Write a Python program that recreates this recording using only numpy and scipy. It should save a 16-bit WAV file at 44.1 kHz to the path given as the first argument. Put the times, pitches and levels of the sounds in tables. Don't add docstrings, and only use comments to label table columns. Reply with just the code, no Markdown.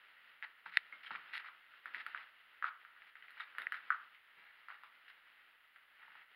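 import sys
import numpy as np
from scipy import signal
from scipy.fft import rfft, irfft
from scipy.io import wavfile

SR = 44100
rng = np.random.default_rng(int(sys.argv[2]) if len(sys.argv) > 2 else 0)


def inscribe(sig):
    pcm = np.round(np.clip(np.atleast_2d(sig).T, -1, 1) * 32767)
    wavfile.write(sys.argv[1], SR, pcm.astype(np.int16))


N = 280035
TIME = np.arange(N) / SR

# (frequency [Hz], relative level [dB])
HISS_COLOUR = [(40, 3.5), (500, -15.5), (4500, -8.5), (6000, -18), (7100, -14.5), (8100, -18), (9500, -8),
               (11000, -3), (12500, -6), (14500, -2.5), (16000, -6.5)]
HISS_DB = -85
WHINE_HZ, WHINE_DB = 15714, -98
# (frequency [Hz], gain [dB])
MICROPHONE_RESPONSE = [(40, -38.5), (180, -23), (500, -16), (750, -12), (1080, -8), (1330, 1.03),
                       (1620, -0.2), (1950, 3.5), (2400, -3.5), (2850, -1.5), (3300, -6), (4200, -13.5),
                       (5200, -22), (5900, -42.5), (7200, -40), (8100, -43.5), (10500, -25.5), (15500, -38)]
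CUTOFF_HZ = 15900

# (frequency [Hz], fading time [s])
ROOM_FADING = [(150, 0.58), (1400, 0.37), (3000, 0.19), (10000, 0.27)]
ECHOES_PER_S, ECHO_DOUBLING_S = 2800, 0.025

# (time [s], level [dB])
RUSTLE_LEVELS = [(0.0, -58.5), (0.41, -62.5), (0.99, -56.5), (1.17, -47.5), (1.33, -46.5), (1.54, -61.5),
                 (1.84, -60.5), (2.03, -51), (2.35, -61), (3.08, -65.5), (3.82, -50.5), (4.17, -66.5),
                 (4.85, -59.5), (5.62, -67.5), (6.07, -64), (6.35, -65.5)]
RUSTLE_REST_DB, RUSTLE_SWING = -65, 0.45

# (time [s], relative rumble level [dB], top of the rumble [Hz], hollow ring gain [dB])
FOOTFALLS = [(0.6606, -52, 600, -33), (.925, -48.5, 400, -66), (1.108, -33, 261, -31),
             (1.37, -67, 400, -44), (1.856, -48, 650, -71), (1.96, -45, 450, -60), (3.584, -37.5, 900, -64),
             (3.725, -50, 960, -62), (4.373, -49, 400, -56), (6.08, -68, 400, -44.5),
             (6.153, -61, 400, -46.5)]
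# (frequency [Hz], level [dB], time to fall by 60 dB [s])
FLOOR_TONES = [(92, -28, 0.39), (179, -20, 0.4), (233, -30, .25), (320, -22, 0.16), (900, 2, 0.029)]
THUD_T60_S = 0.35

# (time [s], level [dB], pitch [Hz])
STONES = [(.9259, -39.5, 2160), (1.063, -39, 3140), (2.006, -46.5, 4010), (3.2245, -48.5, 2990),
          (3.406, -34.5, 3730), (3.6184, -37.5, 3760)]
TINK_T60_S = 0.019

# (time [s], strength [dB], hardness of the contact [Hz])
PLASTIC_CLICKS = [(0.757, -29, 2600), (0.7713, 1.5, 18000), (0.7758, -32, 5000), (3.6683, -9, 2350)]
# (frequency [Hz], level [dB], time to fall by 60 dB [s])
PLASTIC_TONES = [(560, -11.5, 0.018), (1870, -5.5, 0.0042), (2405, -17.5, 0.0083), (3640, -19.5, 0.014),
                 (4080, -9, 0.005), (7300, -19, 0.007), (10400, -14.5, 0.0058)]

# (time [s], length [s], relative level [dB], brightness [Hz])
DRAGS = [(0.427, 0.019, -54.5, 3200), (.652, .045, -61, 7040), (0.717, 0.07, -58.5, 6100),
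         (1.03, 0.05, -58.5, 7900), (1.105, 0.058, -54, 2980), (1.329, 0.048, -46.5, 8800),
         (1.389, 0.021, -56.5, 4250), (1.44, .045, -59, 3050), (1.936, 0.081, -56, 4000),
         (2.178, 0.064, -64.5, 2500), (2.64, 0.049, -55.5, 2570), (3.063, 0.041, -68, 4500),
         (3.37, 0.017, -61, 2480), (3.394, 0.043, -57, 4030), (3.587, 0.038, -64.5, 8850),
         (3.735, 0.042, -59, 4480), (4.371, .14, -68, 2350), (4.687, .07, -62, 1440),
         (5.08, 0.033, -63, 8550), (5.99, 0.24, -69, 1680)]
# (frequency [Hz], width [Hz], level [dB])
SOLE_RESONANCES = [(925, 130, 4), (1600, 1300, -0.5), (2290, 250, -1), (3900, 690, -4.5), (4430, 4600, -11),
                   (12800, 14000, -5.5)]
SCUFF_ATTACK_S, SCUFF_RELEASE_S = 0.0045, 0.0081

# (time [s], peak of the knock [dB], pitch [Hz], relative strength of the bright crack [dB])
CHIPS = [ (0.4255, -29, 2020, -25), (0.4373, -48, 2060, -21), (0.6605, -32.5, 1390, -25),
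         (0.9254, -38.5, 1400, -27), (1.1068, -27.5, 1190, -36), (1.1518, -29, 1290, -25),
         (1.335, -34.5, 1750, -31), (1.3642, -38, 1820, -2), (1.486, -37.5, 1270, -5),
         (1.738, -46.5, 1460, -29), (1.8573, -30, 1510, -1), (1.9463, -28, 2010, -5),
         (2.0643, -28.5, 1550, 5.5), (2.1472, -26.5, 1420, -44), (2.1755, -33, 2150, -8),
         (2.625, -25, 1370, -9), (2.6423, -20, 1300, -11), (2.8497, -41, 1400, -30),
         (2.964, -46.5, 1390, -23), (3.0202, -41.5, 2060, -21), (3.1547, -40.5, 1800, -22),
         (3.1675, -44, 1750, -14), (3.2241, -42, 1940, -12), (3.283, -41, 2100, -33),
         (3.3062, -45, 1880, 12.5), (3.4011, -31, 1470, 0), (3.4053, -36.5, 1570, -2),
         (3.5506, -39.5, 1430, -10), (3.5837, -27.5, 1490, 6), (3.6193, -32.5, 1630, 7.5),
         (3.7218, -24.5, 1550, 4.5), (3.7431, -29.5, 1540, -22), (3.904, -16, 1375, -25),
         (3.9236, -27.5, 1470, -26.5), (4.148, -42.5, 2550, -15), (4.4745, -54, 1820, -17),
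         (4.685, -34.5, 1320, -2), (4.7026, -34.5, 1340, -20), (4.8353, -37.5, 1190, 1),
         (5.0808, -43, 2000, -9), (5.7606, -44.5, 1800, 2.5), (6.0284, -43, 1420, -27),
         (6.0813, -49, 1240, -20), (6.1534, -47, 1200, -30)]
TYPICAL_SNAP_DB = -30
SNAP_Q, Q_PER_DB = 2.97, 0.4
SNAP_ROOM_DB, DRIER_PER_DB = -3, 0.15
CRUNCH_DB, CRUNCH_MOST_DB = -55.5, -55
CRUNCH_T60_S, CRUNCH_BRIGHT_RATIO = 0.15, 1.2


def from_db(db):
    return 10 ** (np.asarray(db) / 20)


def rms_one(x):
    return x / np.sqrt(np.mean(x ** 2) + 1e-20)


def at_hz(points, hz):
    known_hz, values = np.transpose(points)
    return np.interp(np.log(np.maximum(hz, 1)), np.log(known_hz), values)


def add(track, s, sound):
    start = max(round(s * SR), 0)
    track[start:start + len(sound)] += sound[:N - start]


def low_pass(x, hz, order=2):
    return signal.sosfilt(signal.butter(order, min(hz, SR / 2 - 1), fs=SR, output="sos"), x)


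def high_pass(x, hz, order=2):
    return signal.sosfilt(signal.butter(order, min(hz, SR / 2 - 1), "high", fs=SR, output="sos"), x)


def colour(x, spectrum, size=4096):
    gain = from_db(at_hz(spectrum, np.fft.rfftfreq(size, 1 / SR)))
    cepstrum = irfft(np.log(gain))
    cepstrum[1:size // 2] *= 2
    cepstrum[size // 2 + 1:] = 0
    response = irfft(np.exp(rfft(cepstrum, size)))
    return signal.fftconvolve(x, response)[:len(x)]


def dying(t, t60):
    return from_db(-60 * t / t60)


def wavering(length, per_s):
    return np.interp(TIME[:length] * per_s, np.arange(SR), rng.standard_normal(SR))


def grit(length, per_s, spread_db):
    sizes = from_db(spread_db * np.minimum(rng.exponential(1, length), 4))
    breaks = rng.random(length) < per_s / SR
    return rms_one(sizes * rng.standard_normal(length) * breaks)


def hiss():
    return from_db(HISS_DB) * rms_one(colour(rng.standard_normal(N), HISS_COLOUR))


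def whine():
    return from_db(WHINE_DB) * np.sin(2 * np.pi * WHINE_HZ * TIME)


def walls(first_echo_s=0.00018, count=8):
    t = TIME[:SR // 2]
    density = np.minimum(ECHOES_PER_S * 2 ** (t / ECHO_DOUBLING_S) / SR, 1)
    arrivals = rng.random(len(t)) < density
    echoes = rng.standard_normal(len(t)) * arrivals / np.sqrt(density)
    hz, spectrum = np.fft.rfftfreq(len(t), 1 / SR), rfft(echoes)
    centres, tail = np.geomspace(150, 12000, count), 0
    for centre, share in zip(centres, np.eye(count)):
        band = irfft(spectrum * at_hz(np.c_[centres, share], hz), len(t))
        tail = tail + band * dying(t, at_hz(ROOM_FADING, centre))
    tail = tail * np.clip(t / first_echo_s - 0.5, 0, 1)
    return tail / np.sqrt(np.sum(tail ** 2))


def with_room(sound, room_db):
    return sound + from_db(room_db) * signal.fftconvolve(sound, walls())[:N]


def rustle(grains_per_s=14000, spread_db=0.0, top_hz=3600, gain_db=10, flutter_db=1.5, flutter_per_s=22):
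    swing_db = RUSTLE_SWING * (np.interp(TIME, *np.transpose(RUSTLE_LEVELS)) - RUSTLE_REST_DB)
    level_db = RUSTLE_REST_DB + swing_db + flutter_db * wavering(N, flutter_per_s)
    return from_db(level_db + gain_db) * low_pass(grit(N, grains_per_s, spread_db), top_hz)


def thuds(bass_share=0.27, hollow_rise_s=0.0014):
    out, t = np.zeros(N), TIME[:SR // 2]
    ring = sum(from_db(db) * dying(t, t60) * np.sin(2 * np.pi * hz * t) for hz, db, t60 in FLOOR_TONES)
    ring = (1 - np.exp(-t / hollow_rise_s)) * ring
    for s, rumble_db, top_hz, ring_db in FOOTFALLS:
        noise = low_pass(rng.standard_normal(len(t)), top_hz)
        rumble = rms_one(high_pass(noise, bass_share * top_hz))
        add(out, s, rumble * from_db(rumble_db) * dying(t, THUD_T60_S) / 3)
        add(out, s, from_db(ring_db) * ring)
    return out


def tinks(room_db=-4):
    out, t = np.zeros(N), TIME[:SR // 10]
    for s, level_db, pitch_hz in STONES:
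        tone = np.sin(2 * np.pi * pitch_hz * t)
        add(out, s, from_db(level_db) * dying(t, TINK_T60_S) * tone)
    return with_room(out, room_db)


def plastic_clicks(room_db=-30, contact_s=0.00005, low_hz=1150):
    out, t = np.zeros(N), TIME[:SR // 20]
    click = sum(from_db(db) * dying(t, t60) * np.cos(2 * np.pi * hz * t) for hz, db, t60 in PLASTIC_TONES)
    click = high_pass(click * (1 - np.exp(-t / contact_s)), low_hz, order=4)
    for s, strength_db, hard_hz in PLASTIC_CLICKS:
        add(out, s, from_db(strength_db) * low_pass(click, hard_hz, order=6))
    return with_room(out, room_db)


def strokes():
    t = TIME[:SR // 2]
    attack = np.minimum(t / SCUFF_ATTACK_S, 1)
    for s, length_s, level_db, bright_hz in DRAGS:
        release = np.clip(1 - (t - length_s) / SCUFF_RELEASE_S, 0, 1)
        yield s, from_db(level_db) * attack * release, bright_hz
    for s, peak_db, pitch_hz, _ in CHIPS:
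        level_db = min(CRUNCH_DB + peak_db - TYPICAL_SNAP_DB, CRUNCH_MOST_DB)
        yield s, from_db(level_db) * attack * dying(t, CRUNCH_T60_S), CRUNCH_BRIGHT_RATIO * pitch_hz


def scuffs(grains_per_s=4500, spread_db=-0.6, gain_db=13.5, room_db=-10, plain_db=-11, bass_share=0.21):
    grains = np.zeros(N)
    for s, pressure, bright_hz in strokes():
        clumps = from_db(3 * wavering(len(pressure), 300) - 1)
        stream = pressure * clumps * grit(len(pressure), grains_per_s, spread_db)
        stream = low_pass(stream, bright_hz, order=1)
        add(grains, s, high_pass(stream, bass_share * bright_hz))
    out = from_db(plain_db) * grains
    for hz, width_hz, db in SOLE_RESONANCES:
        out = out + from_db(db) * signal.lfilter(*signal.iirpeak(hz, hz / width_hz, fs=SR), grains)
    return from_db(gain_db) * with_room(out, room_db)


def fracture(decay_s=0.009, grains_per_s=9000, low_hz=2400, sparkle_db=-2, sparkle_hz=9000, size=1024):
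    burst = grit(size, grains_per_s, 2) * dying(TIME[:size], decay_s)
    burst = high_pass(burst, low_hz, order=1)
    burst = burst / np.sqrt(np.sum(burst ** 2))
    return burst + from_db(sparkle_db) * high_pass(burst, sparkle_hz)


def chip(pitch_hz, q, crack_db, contact_ratio=0.88, crack_gain_db=10, bed_ratio=1.29, q_share=0.5, size=1024):
    ring = signal.unit_impulse(size)
    for hz in (pitch_hz / bed_ratio ** 0.5, pitch_hz * bed_ratio ** 0.5):
        ring = signal.lfilter(*signal.iirpeak(hz, max(q_share * q, 0.5), fs=SR), ring)
    ring = low_pass(ring, contact_ratio * pitch_hz, order=1)
    return ring / np.abs(ring).max() + from_db(crack_db + crack_gain_db) * fracture()


def crumbs(per_s=70, above_scuff_db=18, spread_db=5.5, room_db=-8, q=2.7, count=24):
    out = np.zeros(N)
    for s, length_s, level_db, _ in DRAGS:
        draws = rng.random((count, 3))
        delays = np.cumsum(2 * draws[:, 0]) / per_s
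        for delay, (_, pitch, size) in zip(delays, draws):
            crumb = chip(1250 * 2 ** pitch, q, -20.5)
            crumb_db = level_db + above_scuff_db + spread_db * (2 * size - 1.5)
            if delay < length_s:
                add(out, s + delay, from_db(crumb_db) * crumb)
    return with_room(out, room_db)


def snaps():
    out = np.zeros(N)
    for s, peak_db, pitch_hz, crack_db in CHIPS:
        size_db = peak_db - TYPICAL_SNAP_DB
        q = SNAP_Q + Q_PER_DB * max(size_db, 0)
        sound = from_db(peak_db) * chip(pitch_hz, q, crack_db)
        room_db = SNAP_ROOM_DB - DRIER_PER_DB * size_db
        add(out, s, sound)
        add(out, s, from_db(room_db) * signal.fftconvolve(sound, walls()))
    return out


def scene():
    return (rustle() + thuds() + tinks() + plastic_clicks() + scuffs() + crumbs() + snaps())[None]


def record(dry):
    sound = colour(dry[0], MICROPHONE_RESPONSE) + hiss() + whine()
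    steep_cut = signal.ellip(10, 0.5, 70, CUTOFF_HZ, fs=SR, output="sos")
    return signal.sosfilt(steep_cut, sound)[None]


dry = scene()
out = record(dry)
inscribe(out)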